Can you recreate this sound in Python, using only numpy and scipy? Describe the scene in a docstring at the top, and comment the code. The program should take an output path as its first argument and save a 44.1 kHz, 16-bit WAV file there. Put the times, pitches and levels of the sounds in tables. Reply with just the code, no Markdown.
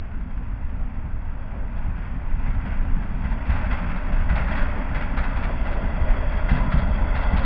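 """A diesel locomotive draws its coaches across a railway yard, growing louder as it nears at a steady speed.
The slow engine throbs as a set of tones, under the rumble of the bogies made from low, lumpy noise.
The wheels roar and ring on the rails as noise shaped by their resonances.
Axles clatter and thud over points and rail joints as short noise bursts and fading tones.
The yard scatters each blow into soft echoes, and a mains hum hangs over it."""
import sys
import numpy as np
from scipy import signal
from scipy.fft import rfft, irfft
from scipy.io import wavfile
from scipy.ndimage import map_coordinates

SR = 44100
rng = np.random.default_rng(int(sys.argv[2]) if len(sys.argv) > 2 else 0)


def log_audio(samples):
    """Write samples as a 16-bit WAV file to the path given in sys.argv[1]."""
    # one column per channel
    frames = np.atleast_2d(samples).T
    # limit to full scale, then quantise
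    limited = np.clip(frames, -1, 1)
    pcm = np.round(limited * 32767).astype(np.int16)
    wavfile.write(sys.argv[1], SR, pcm)


N = 328545  # samples in the scene
T = np.arange(N) / SR  # time of every sample, s
HZ = np.fft.rfftfreq(N, 1 / SR)  # frequencies of the spectrum


def gain_of(db):
    """Turns decibels into an amplitude."""
    return 10 ** (np.asarray(db) / 20)


def evened(x):
    """Scales a sound so that its average strength (rms) is 1."""
    return x / np.sqrt(np.mean(x ** 2) + 1e-20)


def curve(rows):
    """Joins the rows of a time table with straight lines, one value per sample."""
    return np.interp(T, *np.transpose(rows))


def read(points, hz):
    """Reads a spectrum table between its rows, on a log-frequency axis."""
    f, value = np.transpose(points)
    return np.interp(np.log(hz + 1), np.log(f + 1), value)


def add(mix, s, sound):
    """Mixes a sound in, starting at a given second."""
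    part = mix[max(round(s * SR), 0):][:len(sound)]
    part += sound[:len(part)]


def noise(gain):
    """Random noise of rms 1 with the given gain at each frequency."""
    spectrum = rfft(rng.standard_normal(N))
    return evened(irfft(spectrum * gain, N))


def coloured(points):
    """Noise whose balance of low and high follows a table."""
    return noise(gain_of(read(points, HZ)))


def drift(rate_hz):
    """A random wander of rms 1, with little movement faster than the given rate."""
    return noise(np.exp(-(HZ / rate_hz) ** 2))


def gritty(points, grains_per_s=4000):
    """A dense spray of tiny steel impacts whose spectrum follows a table."""
    clicks = rng.standard_normal(N) * (rng.random(N) < grains_per_s / SR)
    return evened(irfft(rfft(clicks) * gain_of(read(points, HZ)), N))


def churned(x, patch_db=1.5, patch_hz=200, patch_s=0.051):
    """Many wheels come and go in the mix: short surges, each in its own range of pitch."""
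    hz, t, z = signal.stft(x, SR, nperseg=512, noverlap=384)
    field = rng.standard_normal((len(t), len(hz))).T
    # smooth the random field across pitch and along time, so that it forms patches
    across = np.fft.fftfreq(len(hz), hz[1])[:, None] * patch_hz
    along = np.fft.fftfreq(len(t), t[1]) * patch_s
    smoothing = np.exp(-np.pi * (across ** 2 + along ** 2))
    patches = evened(np.fft.ifft2(np.fft.fft2(field) * smoothing).real)
    surging = signal.istft(z * gain_of(patch_db * patches), SR, nperseg=512, noverlap=384)[1]
    return evened(surging[:N])


def swells(rows):
    """A loudness curve of smooth rises and falls."""
    out = np.zeros(N)
    for middle, length, db in rows:
        add(out, middle - length / 2, gain_of(db) * np.hanning(int(length * SR)))
    return out


def blows(rows, rise, t60, hold=0):
    """A loudness curve of overlapping blows, whose powers add; rise, t60 (fall by 60 dB) and hold in s."""
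    t = np.arange(SR) / SR
    onset = 1 - np.exp(-t / rise)
    shape = onset * gain_of(-60 * np.maximum(t - hold, 0) / t60)
    power = np.zeros(N)
    for s, db, *_ in rows:
        add(power, s, (gain_of(db) * shape) ** 2)
    return np.sqrt(power)


# Hum of the yard's power supply. Each row: frequency in Hz, rms level in dB.
MAINS_TONES = [(50, -37.5), (100, -51)]


def hum():
    """A steady mains hum: pure tones hang over the yard."""
    return sum(gain_of(db) * evened(np.sin(2 * np.pi * (hz * T + rng.random()))) for hz, db in MAINS_TONES)


# How long the yard echoes. Each row: frequency in Hz, time to fade by 60 dB in seconds.
YARD_FADE = [(100, 0.87), (1000, 0.84), (5000, 0.55)]


def yard(x, echoes_per_s=1500, first_echo_s=.025):
    """Sheds, masts and the train's own sides scatter sound into random echoes that fade fastest in the treble."""
    echoes = rng.standard_normal(SR) * (rng.random(SR) < echoes_per_s / SR)
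    echoes = echoes * (np.arange(SR) / SR > first_echo_s)
    hz, t, z = signal.stft(echoes, SR, nperseg=256)
    fade = gain_of(-60 * t / read(YARD_FADE, hz)[:, None])
    tail = signal.istft(z * fade, SR, nperseg=256)[1]
    return signal.fftconvolve(x, tail / np.linalg.norm(tail))[:N]


# A flange touches the rail and one wheel mode sings out.
# Each row: start in seconds, length in seconds, middle pitch in Hz, level in dB before its swell and fade.
FLANGE_TOUCHES = [(6.476,0.039,1453,-37),(6.477,0.036,2050,-35),(6.501,0.24,986,-39.5),(7.17,0.22,862,-40)]


def flanges(waver=0.017, rub_db=1.5):
    """Brief rough tones that swell and fade as the flange rubs."""
    out = np.zeros(N)
    for s, length, hz, db in FLANGE_TOUCHES:
        count = int(length * SR)
        turns = np.cumsum(hz * (1 + waver * drift(70)[:count])) / SR
        tone = np.sin(2 * np.pi * turns) * gain_of(rub_db * drift(45)[:count])
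        add(out, s, gain_of(db) * evened(tone) * np.hanning(count))
    return out


# The wheels' lowest resonance howls, stronger from the points on.
# Each row: time in seconds, middle pitch in Hz, level in dB.
HOWL_PATH = [(0, 632, -65), (3.3, 622.3, -55.5), (3.599, 617.5, -45.5), (4.25, 601.7, -47.5),
             (4.55, 595, -40), (4.85, 595, -47), (5.2, 591.7, -47.5), (6.099, 603.3, -42.5),
             (6.6, 613.4, -43), (7.45, 592.4, -44)]


def howl(width_hz=46, waver=0.016, broken_db=0.1):
    """A wavering, broken resonance holds on under the roar: slow noise moved up to the howl's pitch."""
    times, hz, db = np.transpose(HOWL_PATH)
    pitch = np.interp(T, times, hz) * (1 + waver * drift(7))
    angle = 2 * np.pi * np.cumsum(pitch) / SR
    band = drift(width_hz) * np.cos(angle) + drift(width_hz) * np.sin(angle)
    return gain_of(np.interp(T, times, db)) * evened(band * gain_of(broken_db * drift(10)))


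# A bogie crosses a rail joint, one axle after the other. Each row: first blow in seconds, its strength in dB,
# second blow relative to the first in dB, extra strength of the bright tick in dB.
JOINTS_CROSSED = [(1.76, -34, -10, -14), (1.96, -34.5, -3, -10), (2.39, -37, 8.5, -8.5),
                  (2.652, -29.5, -2.5, -4), (3.236, -26.5, -1, -7), (3.451, -29.5, 3, -2),
                  (3.487, -22, -3, -3.5), (3.707, -20, -5.5, -6), (3.894, -26.5, 0, -2.5),
                  (4.116, -26, -4.5, -5), (4.29, -22, 3, -0.5), (4.507, -21, 0, -7.5),
                  (4.943, -19, -5, -2.5), (5.167, -22, -3.5, 3.5), (5.36, -23.5, 1.5, -1),
                  (5.65, -25, -1, -1), (6.083, -23, -6, -5), (6.312, -25.5, -5, -9),
                  (6.487, -19, -3.5, 1.5), (6.713, -21, -3.5, 5), (7.148, -22, -5, 5.5),
                  (7.364, -22.5, -3, 8)]


def axles(axle_gap_s=.062):
    """Each bogie strikes twice, an axle gap apart; lists seconds, strength in dB, tick brightness in dB."""
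    strikes = []
    for s, db, second_db, bright_db in JOINTS_CROSSED:
        strikes.append((s, db, bright_db))
        strikes.append((s + axle_gap_s, db + second_db, bright_db))
    return strikes


# How the rail shakes, hardest over the points. Each row: time in seconds, shaking in dB.
RAIL_SHAKING = [(0, -48.5), (1.4, -49.5), (2.6, -42.5), (3.35, -44), (3.65, -38), (4.15, -40.5),
                (4.5, -37.5), (6.05, -40.5), (7.45, -39)]
# Colour of ringing steel and rail hiss. Each row: frequency in Hz, relative strength in dB per Hz.
STEEL_COLOUR = [(300, -26.5), (700, -1), (1150, -2), (1500, 2.5), (1750, -1), (2050, -2), (2250, -5),
                (2650, -6.5), (2950, -15), (3400, -21), (3750, -26)]


def rattle(count=24, order=6, knocks_per_s=130, rattle_db=-7.5, jolt_db=-17.0, spread_db=3.5,
           t60=.06, low_hz=650, high_hz=3400):
    """Loose brake rigging and couplings, each with its own few modes, knock at random, harder after joints."""
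    t, out = np.arange(SR // 8) / SR, np.zeros(N)
    part = rng.integers(0, count, N)
    strength = gain_of(spread_db * np.minimum(rng.exponential(1, N), 3))
    knocks = strength * (rng.random(N) < knocks_per_s / SR)
    for k in range(count):
        hz = low_hz + (high_hz - low_hz) * (np.arange(order)[:, None] + rng.random((order, 1))) / order
        modes = gain_of(read(STEEL_COLOUR, hz)) * np.sin(2 * np.pi * (hz * t + rng.random((order, 1))))
        ring = modes.sum(0) * gain_of(-60 * t / t60)
        for at in np.flatnonzero(knocks * (part == k)):
            add(out, at / SR, knocks[at] * ring)
    jolts = gain_of(jolt_db) * blows(axles(), rise=0.046, t60=0.48)
    shaking = np.hypot(gain_of(curve(RAIL_SHAKING) + rattle_db), jolts)
    return shaking * evened(out)


def clangs(rows, clang_db, longest_t60, count=12, rise=0.0078, low_hz=790, high_hz=2876):
    """Every blow rings a different piece of steel, with its own scatter of fading modes."""
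    t, out = np.arange(SR // 3) / SR, np.zeros(N)
    onset = 1 - np.exp(-t / rise)
    for s, db, *_ in rows:
        place, phase, damping = rng.random((3, count, 1))
        hz = low_hz * (high_hz / low_hz) ** ((np.arange(count)[:, None] + place) / count)
        size = gain_of(read(STEEL_COLOUR, hz))
        fade = gain_of(-60 * t / longest_t60 * (1.0 + damping))
        modes = size * np.sin(2 * np.pi * (hz * t + phase)) * fade
        add(out, s, gain_of(db + clang_db) * onset * modes.sum(0) / np.linalg.norm(size))
    return out


# The wheel's resonances. Each row: pitch in Hz, half-width in Hz (where it is 6 dB down), relative level in dB.
WHEEL_MODES = [(543,38,-1),(678,56,-1),(920,45,-7.5),(986,32,-1),(1407,86,-2.5),(2005,87,-3.5),(2647,33,-9.5),(3300,130,-13.5)]


def wheel_ring(wander=0.005, wander_hz=2.5):
    """The wheel's resonances, shaken at random; their pitch wanders as one wheel takes over from another."""
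    power = sum(gain_of(db) ** 2 / (1 + ((HZ - hz) / width) ** 2) ** 2 for hz, width, db in WHEEL_MODES)
    ring = noise(np.sqrt(power))
    # reading the ring a little faster or slower bends its pitch
    place = np.cumsum(1 + wander * drift(wander_hz))
    return map_coordinates(ring, [place], order=3, mode="wrap")


# A coupling or brake rod knocks hard. Each row: start in seconds, strength in dB.
ROD_KNOCKS = [(3.58, -29), (3.643, -31), (4.41, -23), (4.474, -20.5), (4.55, -20), (4.611, -22.5),
              (4.886, -34.5), (5.252, -37.5), (6.59, -32), (7.335, -25)]
# A wheel clips the nose of a crossing with a sharp snap. Each row: start in seconds, strength in dB.
CROSSING_SNAPS = [(4.3628, -27), (4.512, -20), (4.586, -20.5), (5.178, -32), (6.498, -25.5), (7.373, -19.5)]
# Colour of the steely tick, then of the wheel roar. Each row: frequency in Hz, relative strength in dB per Hz.
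STEELY_TICK_COLOUR = [(1200, -32), (2500, 0.5), (3500, 3.5), (4000, 6.5)]
WHEEL_ROAR_COLOUR = [(200, -23), (320, -5), (420, -3), (520, -4), (620, -2.5), (730, -3), (880, 1),
                     (1100, -3.5), (1500, -13), (3000, -49.5)]


def clatter(crash_db=-13.0, ring_db=-17.0, tick_db=-18.0, shudder_db=-17.0):
    """Joints tick and crash the running gear, then wheel and track shudder; rods tick and crossings snap."""
    strikes = axles()
    bright = [(s, db + bright_db) for s, db, bright_db in strikes]
    tick_shape = blows(bright + ROD_KNOCKS, rise=0.0041, t60=0.11, hold=0.022)
    tick = gain_of(tick_db) * tick_shape * gritty(STEELY_TICK_COLOUR)
    crash_shape = blows(strikes, rise=0.0039, t60=0.11, hold=0.026)
    crash = gain_of(crash_db) * crash_shape * churned(gritty(STEEL_COLOUR))
    snap = blows(CROSSING_SNAPS, rise=0.00042, t60=0.0079) * coloured(STEEL_COLOUR)
    ring = gain_of(ring_db) * blows(strikes, rise=0.0027, t60=0.4) * churned(wheel_ring())
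    shudder_shape = blows(strikes, rise=0.053, t60=.7)
    shudder = gain_of(shudder_db) * shudder_shape * churned(coloured(WHEEL_ROAR_COLOUR))
    return tick + crash + snap + ring + shudder


# Axles drop into the gaps. Each row: start in seconds, strength of the ring in dB,
# strength of the deep shove relative to the ring in dB.
AXLE_DROPS = [(0.6,-31,0.5),(1.04,-30.5,6.5),(1.53,-29.5,-2),(1.865,-28,-4.5),(2.15,-25.5,-8),(2.36,-32,3),(2.476,-23.5,-3),(2.634,-25,-1),(2.78,-32,-3.5),(2.963,-23,-4),(3.238,-23.5,5),(3.492,-22.5,9),(3.715,-25,5),(3.831,-32,-8),(4.312,-24.5,12),(4.349,-26.5,4),(4.41,-27,9),(4.516,-25.5,1.5),(4.955,-27,-4.5),(5.177,-26.5,8.5),(6.011,-28.5,16.5),(6.514,-15.5,1),(6.738,-14.5,2),(6.885,-28.5,-10),(7.14,-26,-6),(7.334,-15.5,-1.5)]
# Modes of the bogie frame. Each row: middle pitch in Hz, relative level in dB, time to fade by 60 dB in seconds.
BOGIE_MODES = [(109.4,2,0.16),(140.4,8,0.17),(171.2,0.5,0.24),(186.8,3.5,0.18),(230,-4.5,0.11),(270,-9.5,0.1)]


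def thuds(thud_db=0.0, rise=0.0028, scatter=.04, shove_hz=60, shove_t60=0.15):
    """A dropping axle shoves the track and rings the bogie frame, each one a little differently."""
    t, out = np.arange(SR // 2) / SR, np.zeros(N)
    onset = 1 - np.exp(-t / rise)
    shove = -np.sin(2 * np.pi * shove_hz * t) * gain_of(-60 * t / shove_t60) * onset
    shove = shove / abs(shove).max()
    for s, db, shove_db in AXLE_DROPS:
        draws = rng.uniform(-1.01, 1, (len(BOGIE_MODES), 2))
        ring = np.zeros(len(t))
        for (hz, mode_db, t60), (detune, phase) in zip(BOGIE_MODES, draws):
            wave = np.sin(2 * np.pi * hz * (1 + scatter * detune) * t + np.pi * phase)
            ring += onset * gain_of(mode_db - 60 * t / t60) * wave
        add(out, s, gain_of(db + thud_db) * (ring / abs(ring).max() + gain_of(shove_db) * shove))
    return out


def nearness(speed_m_per_s=16.46, track_m=30.9, abreast_s=8.02):
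    """Track distance over the locomotive's distance: 1 when abreast, which comes just after the sound ends."""
    return track_m / np.hypot(track_m, speed_m_per_s * (abreast_s - T))


def approach(abreast_db, growth):
    """Level in dB, rising as the distance shrinks; growth is dB gained per dB of nearness."""
    return abreast_db + growth * 20 * np.log10(nearness())


# Wheels growl over a rough stretch of rail. Each row: middle in seconds, length in seconds, level at the middle in dB.
ROUGH_STRETCHES = [(1.38, 0.13, -50), (1.545, 0.06, -46), (1.6, 0.24, -47), (2.48, 0.11, -47.5),
                   (3.738, 0.034, -39), (4.775, 0.15, -38), (5.502, 0.029, -33), (5.8, 0.78, -41.5),
                   (6.15, 0.4, -41.5)]
# Colour of that growl. Each row: frequency in Hz, relative strength in dB per Hz.
WHEEL_GROWL_COLOUR = [(180, -24), (330, -2), (600, 1.5), (850, -2.5), (1300, -13.5), (3000, -48.5)]


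def rolling(hiss_db=-3.0, judder_db=0.3, chatter_db=0.5):
    """Rough treads on rough rails: roar, growl, wheel ring and hiss judder together."""
    judder = drift(24)
    roar = gain_of(approach(abreast_db=-37, growth=1.063)) * churned(coloured(WHEEL_ROAR_COLOUR))
    growl = swells(ROUGH_STRETCHES) * churned(coloured(WHEEL_GROWL_COLOUR))
    ring = gain_of(approach(abreast_db=-36.5, growth=1.92)) * churned(wheel_ring())
    hiss_level = gain_of(curve(RAIL_SHAKING) + hiss_db + chatter_db * judder)
    hiss = hiss_level * churned(coloured(STEEL_COLOUR))
    return gain_of(judder_db * judder) * (roar + growl + ring) + hiss


# Firm low surges, a few cycles each.
# Each row: middle in seconds, length in seconds, pitch in Hz, level at the middle in dB.
LOW_SURGES = [(1.873, 0.38, 22.6, -21), (2.345, 0.091, 24, -14), (2.808, 0.13, 29, -17.5),
              (2.941, 0.068, 22, -8.5), (4.171, .13, 27, -12.5), (4.634, 0.067, 30, -14.5),
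              (6.106, 0.085, 28, -14), (7.393, 0.1, 62, -15.5)]


def surges():
    """The rumble gathers into short, heavy swings: low tones that swell and fade."""
    out = np.zeros(N)
    for middle, length, hz, db in LOW_SURGES:
        t = np.arange(-length / 2, length / 2, 1 / SR)
        swing = np.sin(2 * np.pi * (hz * t + rng.random()))
        add(out, middle - length / 2, gain_of(db) * np.hanning(len(t)) * swing)
    return out


# The deep rumble swells. Each row: middle in seconds, length in seconds, level at the middle in dB.
GROUND_HEAVES = [(.68, 0.94, -29), (1.9, 0.28, -25.5), (2.47, 0.49, -24), (2.88, 0.87, -29.5),
                 (3.55, 0.7, -27), (4.25, 0.7, -24), (4.62, 0.35, -26), (5.35, 0.58, -29.5)]
# Colours of the shaking ground, then of the bogies' drone.
# Each row: frequency in Hz, relative strength in dB per Hz.
GROUND_SHAKE_COLOUR = [(4, -15.5), (12, 3), (33, 4.5), (60, 0), (95, -3), (130, -16.5), (300, -72.5)]
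BOGIE_DRONE_COLOUR = [(60,-4),(98,0),(130,-0.5),(160,-0.5),(195,1),(230,-1),(268,-1.5),(310,-13.5),(420,-22.5),(800,-60)]


def rumble(hardest_db=-32, growth=0.73, throb_db=1.5, shudder_db=-12.0):
    """The ground shakes and the bogies drone in uneven lumps, and go on shuddering after each thud."""
    ground_level = np.hypot(gain_of(approach(abreast_db=-31.5, growth=0.26)), swells(GROUND_HEAVES))
    ground = ground_level * coloured(GROUND_SHAKE_COLOUR)
    shaking = curve(RAIL_SHAKING)
    # the drone gains "growth" dB for each dB of rail shaking
    drone = gain_of(hardest_db + growth * (shaking - shaking.max()) + throb_db * drift(rate_hz=13))
    shudder = gain_of(shudder_db) * blows(AXLE_DROPS, rise=0.029, t60=.6)
    return ground + np.hypot(drone, shudder) * coloured(BOGIE_DRONE_COLOUR)


# Crank cycles as heard, sinking a little as the locomotive draws level.
# Each row: time in seconds, cycles per second before a slight waver.
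CRANK_CYCLE = [(0, 6.13), (3, 6.13), (5, 6.07), (6.5, 6.02), (7.45, 5.94)]
# Exhaust tones. Each row: multiple of the crank cycle, then level in dB head on, at a slant and side on.
EXHAUST_TONES = [(2, -44.5, -39.5, -44.5), (3, -32.5, -28.5, -25), (4, -35.5, -33, -37.5),
                 (5, -53.5, -35.5, -26), (6, -40.5, -31.5, -40), (7, -43, -41.5, -25.5),
                 (8, -49, -44.5, -39.5), (9, -40.5, -41.5, -33), (10, -51.5, -45, -33.5),
                 (12, -44, -48, -31.5), (13, -49.5, -49.5, -46.5), (14, -47.5, -45.5, -44.5),
                 (15, -51.5, -48, -50), (17, -51, -53, -53), (18, -55, -52, -52), (23, -67.5, -56.5, -44.5),
                 (32, -69.5, -61.5, -49)]
# Seconds at which the exhaust is heard head on, at a slant and side on.
EXHAUST_TURN_S = (0.65, 3.4, 6.9)


def engine(waver=0.00052, flutter_db=1.0):
    """Unequal cylinders give tones at multiples of the crank cycle; the balance shifts as it turns side on."""
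    turns = np.cumsum(curve(CRANK_CYCLE) * (1 + waver * drift(1.8))) / SR
    out = np.zeros(N)
    for multiple, *levels in EXHAUST_TONES:
        level = gain_of(np.interp(T, EXHAUST_TURN_S, levels) + flutter_db * drift(4.9))
        out += level * evened(np.cos(2 * np.pi * (round(multiple) * turns + rng.random())))
    return out


def scene(echo_db=-8.0):
    """The whole train, heard from beside the tracks; only the blows are echoed by the yard."""
    steel = clangs(axles(), clang_db=-9.0, longest_t60=0.13) + clangs(ROD_KNOCKS, clang_db=-3.5, longest_t60=0.2)
    hits = clatter() + steel + rattle() + thuds() + flanges()
    background = hum() + gain_of(echo_db) * yard(hits)
    train = engine() + rumble() + surges() + rolling() + howl() + hits
    return (background + train)[None]


def low_pass(x, edge_hz):
    """A steep filter that removes what lies above the edge."""
    return signal.oaconvolve(x, signal.firwin(511, edge_hz, window=("kaiser", 9), fs=SR)[None], "same")


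# How much of the mirror image leaks through. Each row: frequency in Hz, gain in dB.
MIRROR_LEAK = [(4100, -0.5), (4650, -11), (5300, -24), (5700, -38.5), (6200, -56.5), (7500, -70.5)]


def record(dry, band_hz=3850, sampling_hz=8000, edge_hz=8400):
    """A muffled microphone that samples slowly: a faint mirror image of the sound lies above its narrow band."""
    narrow = low_pass(dry, band_hz)
    mirrored = narrow * 2 * np.cos(2 * np.pi * sampling_hz * T)
    image = irfft(rfft(mirrored) * gain_of(read(MIRROR_LEAK, HZ)), N)
    return low_pass(narrow + image, edge_hz)


dry = scene()
out = record(dry)
log_audio(out)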